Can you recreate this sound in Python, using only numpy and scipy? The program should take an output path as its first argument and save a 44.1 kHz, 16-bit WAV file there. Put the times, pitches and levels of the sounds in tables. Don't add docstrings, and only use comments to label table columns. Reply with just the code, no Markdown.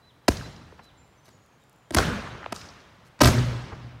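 import sys
import numpy as np
from scipy import signal
from scipy.fft import rfft, irfft
from scipy.io import wavfile
from scipy.ndimage import uniform_filter1d

SR = 44100
rng = np.random.default_rng(int(sys.argv[2]) if len(sys.argv) > 2 else 0)


def dump(signal):
    limited = np.clip(np.atleast_2d(signal).T, -1, 1)
    pcm = np.round(limited * 32767).astype(np.int16)
    wavfile.write(sys.argv[1], SR, pcm)


def natural_amplitude(level_db):
    exponent = np.asarray(level_db, float) / 20
    return 10 ** exponent


N = 176400
EDGE_HZ = 15780


def evened(x):
    return x / np.sqrt(np.mean(x ** 2) + 1e-20)


def read(points, hz):
    f, value = np.transpose(points)
    return np.interp(np.log(hz + 1), np.log(f + 1), value)


def add(mix, s, sound):
    part = mix[round(s * SR):][:len(sound)]
    part += sound[:len(part)]


def band(x, low_hz, top_hz):
    edges = [max(low_hz, 10), min(top_hz, SR / 2 - 500)]
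    return signal.sosfilt(signal.butter(2, edges, "band", fs=SR, output="sos"), x)


def slow_noise(samples):
    return evened(signal.oaconvolve(rng.standard_normal(N), np.hanning(samples), "same"))


def field(frames, level_db, patch_db):
    hz = np.fft.rfftfreq(512, 1 / SR)[:, None]
    t = np.arange(frames) * 128 / SR
    real, imag, patches = rng.standard_normal((3, 257, frames))
    patches = uniform_filter1d(patches, size=6, axis=0)
    patches = evened(uniform_filter1d(patches, size=8, axis=1))
    level = natural_amplitude(level_db(hz, t) + patch_db * patches) * (hz < EDGE_HZ)
    return signal.istft((real + 1j * imag) * level, nperseg=512, noverlap=384)[1]


def burst(length):
    u = np.linspace(0, 1, num=max(round(length * SR), 8))
    return rng.standard_normal(len(u)) * u ** 0.7 * np.sqrt(1 - u ** 4)


def echo(length):
    u = np.linspace(0, 1, num=max(round(1.48 * length * SR), 8))
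    puff = rng.standard_normal(len(u)) * np.sin(np.pi * np.sqrt(u)) ** 2
    return np.r_[puff, np.zeros(200)]


# (t/s, length/s, crack level/dB, push level/dB, top f/Hz)
SPARK_EVENTS = [(0.2796, 0.0074, -5, -16, 9000), (1.9065, 0.0014, -19.5, -29, 9000),
                (1.9227, 0.001, -30, -34, 16000), (1.9327, 0.021, -25.5, -64, 9000),
                (1.9472, 0.00048, 5.5, -15, 17900), (2.522, 0.0052, -17, -45, 9000),
                (3.1895, 0.0052, -36, -37, 7000), (3.204, 0.011, -8.5, -14, 6250),
                (3.2127, 0.0081, -5.5, -42, 18000), (1.9582, 0.0054, -39, -12, 2997),
                (3.2325, 0.0058, -9, -15, 11800), (3.254, 0.0061, -8, -37, 15800),
                (3.2702, 0.0067, -10, -18, 9900), (3.281, .006, -14, -11, 6900)]


def sparks():
    cracks, pushes = np.zeros((2, N))
    for s, length, crack_db, push_db, top_hz in SPARK_EVENTS:
        crack = band(np.r_[burst(length), np.zeros(200)], 71.6, top_hz)
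        add(cracks, s, natural_amplitude(crack_db) * crack)
        add(pushes, s, natural_amplitude(push_db) * np.hanning(round(length * SR) + 60))
    return cracks, pushes


# (t/s, length/s, level/dB, low f/Hz, steady roar level/dB re spits)
SIZZLE_RUNS = [
    (0.824, 0.039, -47, 4000, -24),
    (1.245, 0.031, -46.5, 2010, -21),
    (1.278, .015, -42.5, 242, -15),
    (3.047, .035, -48.5, 2970, -22),
    (3.2229, 0.067, -17, 100, -5),
]


def sizzles():
    half_cycles_hz, spit_s, spit_spread_db = 120, 0.005, 3
    out = np.zeros(N)
    t = np.arange(5000) / SR
    for s, length, db, low_hz, roar_db in SIZZLE_RUNS:
        run = natural_amplitude(db + roar_db) * rng.standard_normal(len(t)) * (t < length)
        for at in np.arange(0, length, 1 / half_cycles_hz):
            spit_db = db + spit_spread_db * rng.standard_normal()
            add(run, at, natural_amplitude(spit_db) * burst(spit_s))
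        swell = np.sin(np.pi * np.clip((t + spit_s) / (length + 3 * spit_s), 0, 1))
        add(out, s, band(run * swell, low_hz, 12900))
    return out


# (f/Hz, level/dB)
CRACK_COLOUR = [(120, -61.5), (200, 6.5), (1740, -7.5), (3690, -17.5), (4600, -11), (8740, -20.5),
                (15100, -20.5), (16000, -60.5)]


def arrival():
    lag_cycles, ground_s, ground_db = 0.9, 0.0031, -3.5
    smear_s, smear_db = 0.0085, -17
    hz = np.fft.rfftfreq(8192, 1 / SR) + 5
    t = np.arange(8192) / SR
    lag = np.exp(-2j * np.pi * lag_cycles * np.log(hz / hz[-1]))
    ground = 1 + natural_amplitude(ground_db) * np.exp(-2j * np.pi * hz * ground_s)
    smear = rng.standard_normal(len(t)) * np.exp(-t / smear_s)
    paths = ground + natural_amplitude(smear_db) * rfft(smear / np.linalg.norm(smear))
    colour = natural_amplitude(read(CRACK_COLOUR, hz)) * lag
    full = irfft(colour * paths)[:4096]
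    bare = irfft(colour)[:4096]
    return full / np.linalg.norm(full), bare / np.linalg.norm(bare), irfft(lag * ground)[:4096]


# (t/s, length/s, level/dB, low
# f/Hz, top f/Hz)
WALL_SLAPS = [(0.319, 0.0061, -24, 790, 7100), (0.368, 0.0072, -24, 2480, 7150),
              (0.562, 0.0038, -36.5, 2942, 5900), (0.722, 0.0058, -44.5, 303, 2000),
              (0.7903, 0.011, -39.5, 586, 3160), (1.962, 0.025, -16.5, 150, 8000),
              (1.984, 0.0041, -5.5, 880, 7000), (2, 0.0069, -20.5, 196, 4960),
              (2.272, 0.006, -30, 506, 4000), (2.428, 0.0033, -31.5, 910, 2170),
              (2.441, 0.0032, -28, 890, 3400), (2.46, 0.0024, -21.5, 500, 3200),
              (2.56, 0.0058, -24.5, 3300, 9100), (2.561, 0.0035, -35.5, 1100, 1600),
              (2.7, .005, -38, 4600, 5900), (2.655, 0.015, -40, 4500, 7000),
              (1.969, 0.0043, -11.5, 300, 6000), (1.989, 0.0034, -19.5, 148, 910),
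              (0.409, .006, -32, 1100, 2200), (1.982, 0.0069, -11.5, 1120, 1670),
              (3.209, 0.0057, -12.5, 434, 910), (3.215, 0.0061, -3, 4400, 8100),
              (2.54, 0.14, -42.5, 4800, 5600), (0.43, .02, -42, 60, 130), (1.907, .007, -36, 246, 597),
              (1.94, .008, -31, 2000, 3300), (3.311, 0.0336, -30, 222, 276),
              (0.29, 0.011, -28, 2500, 15000), (2.011, .17, -32.5, 1300, 1800),
              (2.051, .15, -37.5, 149, 257), (3.287, 0.046, -27, 4000, 15000),
              (2.611, 0.0087, -30.5, 1950, 6940), (2.687, 0.0062, -34, 4120, 6000),
              (2.803, 0.0027, -44, 3000, 5900), (3.245, 0.0036, -3, 2530, 6900),
              (3.382, 0.013, -23.5, 3050, 6600), (3.496, 0.007, -36, 3020, 8200),
              (3.681, 0.0074, -38, 2000, 6100), (3.7164, 0.023, -35, 376, 2250)]


def slaps():
    out = np.zeros(N)
    for s, length, db, low_hz, top_hz in WALL_SLAPS:
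        slap = band(band(echo(length), low_hz, top_hz), low_hz, top_hz)
        add(out, s, natural_amplitude(db - 15.5) * evened(slap))
    return out


# (t/s, level/dB)
STRAY_TICKS = [(0.263, -56), (1.077, -57), (1.438, -57.5), (1.462, -51), (1.6111, -61), (1.6203, -56),
               (1.6376, -52), (1.6958, -46), (1.729, -50), (1.761, -54), (1.7857, -61)]


def ticks():
    ticks_per_s, tick_db, lift_db = 24, -54, 2
    out = (rng.random(N) < ticks_per_s / SR) * natural_amplitude(tick_db + 10.0 * rng.random(N))
    for s, db in STRAY_TICKS:
        add(out, s, natural_amplitude(db + lift_db) * echo(0.0017))
    return band(out, 7000, 18000)


# (f/Hz, level/dB)
ROLL_COLOUR = [(21, -30), (35, 8), (222, -5.5), (684, -10.5), (778, -13.5), (1400, -13.5), (2530, -19.5),
               (6360, -19), (16000, -31.5)]
# (f/Hz, T60/s)
ROLL_DECAY = [(60, 0.9), (160, 0.82), (420, 0.69), (1100, 0.89), (2900, 0.8), (7700, 0.32), (14000, 0.2)]


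def roll(db, bass_db, treble_db, air_db, stretch):
    wait_s, rise_s = 0.016, 0.0076
    late_db, late_stretch = -12.5, 2.55
    bass_edge_hz, treble_hz, treble_octaves, air_hz = 310, 5340, 0.66, 9000

    def level_db(hz, t):
        fall = -60 * t / (read(ROLL_DECAY, hz) * stretch)
        decay = 10 * np.log10(natural_amplitude(2 * fall) + natural_amplitude(2 * (late_db + fall / late_stretch)))
        bass = bass_db / (1 + (hz / bass_edge_hz) ** 2)
        octaves = np.log2((hz + 1) / treble_hz)
        treble = treble_db * np.exp(-(octaves / treble_octaves) ** 2)
        air = air_db / (1 + (air_hz / (hz + 1)) ** 4)
        return read(ROLL_COLOUR, hz) + bass + treble + air + decay

    tail = field(800, level_db, 1.8)
    t = np.arange(len(tail)) / SR
    return natural_amplitude(db) * tail / tail[:4410].std() * np.clip((t - wait_s) / rise_s, 0, 1)


# (t/s, level/dB, extra bass/dB, extra treble/dB, extra air/dB, decay stretch)
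ROLL_EVENTS = [
    (0.2809, -31.5, 4, 2, 5, 1.31),
    (1.907, -48, -3, -1, 4, 0.69),
    (1.9465, -23, -4.5, -3.5, -2, 1.257),
    (2.5234, -46.5, -9, 3, -0.5, 1.84),
    (3.2049, -26, -3, -1, 0.5, 0.92),
    (3.25, -24, 3.5, 0, 4, 1.335),
    (1.28, -60.5, 8, 6.5, 7, 0.72),
]


def rolls():
    out = np.zeros(N)
    for s, *shape in ROLL_EVENTS:
        add(out, s, roll(*shape))
    return out


def transformer():
    full, bare, lag = arrival()
    cracks, pushes = sparks()
    direct = signal.oaconvolve(cracks + sizzles(), full)[:N]
    side = signal.oaconvolve(slaps() + ticks(), bare)[:N]
    pushes = band(signal.oaconvolve(pushes, lag)[:N], 54.3, 342)
    return rolls() + direct + side + 2 * pushes


# (t/s, level/dB)
ARC_LEVEL = [(3.217, -41), (3.23, -14.5), (3.275, -14.5), (3.296, -13.5), (3.33, -31.5), (3.376, -18.5),
             (3.42, -21), (3.455, -30.5), (3.515, -28), (3.56, -30), (3.666, -45), (3.699, -52),
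             (3.778, -42), (3.86, -37.5), (4.0, -51.5)]
# (multiple of hum rate, level/dB, fade/(dB/s))
ARC_PARTIALS = [
    (.52, -4.5, -14),
    (1, -1.5, -0.5),
    (2, -9.5, -19.5),
    (3, -13, -58),
    (5, -16, -62),
]


def hum():
    hum_hz, wobble_hz, idle_db = 121.5, 1.2, -67.5
    lump_db, lump_s = 3.5, 0.068
    window = round(lump_s * SR)
    t = np.arange(N) / SR
    s, db = np.transpose(ARC_LEVEL)
    level_db = np.interp(t, s, db, left=-120)
    since = np.maximum(t - s[0], 0)
    lumpy = lump_db * np.clip(since / 0.12, 0, 1)
    out = np.zeros(N)
    for k, part_db, fade in ARC_PARTIALS:
        turns = np.cumsum(k * hum_hz + wobble_hz * slow_noise(window)) / SR + rng.random()
        lumps = lumpy * slow_noise(window) / (2 if k == 1 else 1)
        out += natural_amplitude(level_db + part_db + fade * since + lumps) * np.cos(2 * np.pi * turns)
    idle_level = natural_amplitude(idle_db + 2.4 * slow_noise(window))
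    idle = idle_level * np.cos(2 * np.pi * hum_hz * t + 2 * slow_noise(window))
    return np.sqrt(2) * (out + idle)


# (t/s, length/s, level/dB, pitch f/Hz, final drop f/Hz)
BIRD_NOTES = [(.012, .106, -64, 4000, 995), (0.43, 0.052, -54, 4000, 6), (0.81, .1, -62, 4000, 1008),
              (.965, 0.066, -67.5, 7270, 11), (1.165, 0.041, -68, 6100, 2.5), (1.295, .03, -69, 7270, -2),
              (1.31, 0.12, -70.5, 6840, 0), (1.8, 0.14, -82, 6850, 7), (1.34, .24, -84, 6400, 3),
              (1.22, 0.11, -80, 6100, 2), (1.59, 0.13, -77, 7300, -9), (1.74, 0.22, -85, 7140, -3.5),
              (1.605, 0.047, -72.5, 3800, 302), (1.846, 0.08, -72.5, 3200, 197),
              (0.258, 0.034, -63, 3140, -0.5), (1.475, 0.028, -69, 3200, 17)]


def birds():
    edge_s, drop_s, drop_db = 0.02, 0.03, -2
    quaver_db, wet_db, t60_s = 3, -4, 0.92
    out = np.zeros(N)
    for s, length, db, hz, drop_hz in BIRD_NOTES:
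        u = np.arange(0, length, 1 / SR)
        fall = np.clip((u - length + drop_s) / drop_s, 0, 1)
        pitch = hz - drop_hz * np.sin(np.pi / 2 * fall) ** 2
        edge = np.clip(np.minimum(u, 4 * (length - u)) / edge_s, 0, 1)
        whistle = np.sqrt(2) * edge * np.sin(2 * np.pi * np.cumsum(pitch) / SR)
        add(out, s, natural_amplitude(db + drop_db * fall) * whistle)
    out = out * natural_amplitude(quaver_db * slow_noise(900))
    tail = rng.standard_normal(SR) * natural_amplitude(-60 * np.arange(SR) / SR / t60_s)
    return out + natural_amplitude(wet_db) * signal.oaconvolve(out, tail / np.linalg.norm(tail))[:N]


# (f/Hz, level/dB)
FLOOR_COLOUR = [(18, -31), (30, 10.5), (112, -2.5), (328, -5.5), (988, -7.5), (3220, -19), (7870, -29.5),
                (14800, -36), (16000, -33)]


def floor():
    noise = field(N // 128 + 5, lambda hz, t: read(FLOOR_COLOUR, hz) + 0 * t, 1.0)
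    return natural_amplitude(-60) * evened(noise[:N])


def scene():
    return (transformer() + hum() + birds() + floor())[None]


def low_pass(x):
    return signal.sosfilt(signal.butter(12, 16970, fs=SR, output="sos"), x)


def record(dry):
    ceiling = natural_amplitude(-2.6)
    bass_cut = signal.butter(3, 54, "high", fs=SR, output="sos")
    x = signal.sosfilt(bass_cut, dry) / ceiling
    x = x / (1 + x ** 4) ** (1 / 4)
    treble_cut = signal.firwin(101, EDGE_HZ + 450, fs=SR)[None]
    x = signal.oaconvolve(x, treble_cut, "same")
    return low_pass(ceiling * x)


dry = scene()
out = record(dry)
dump(out)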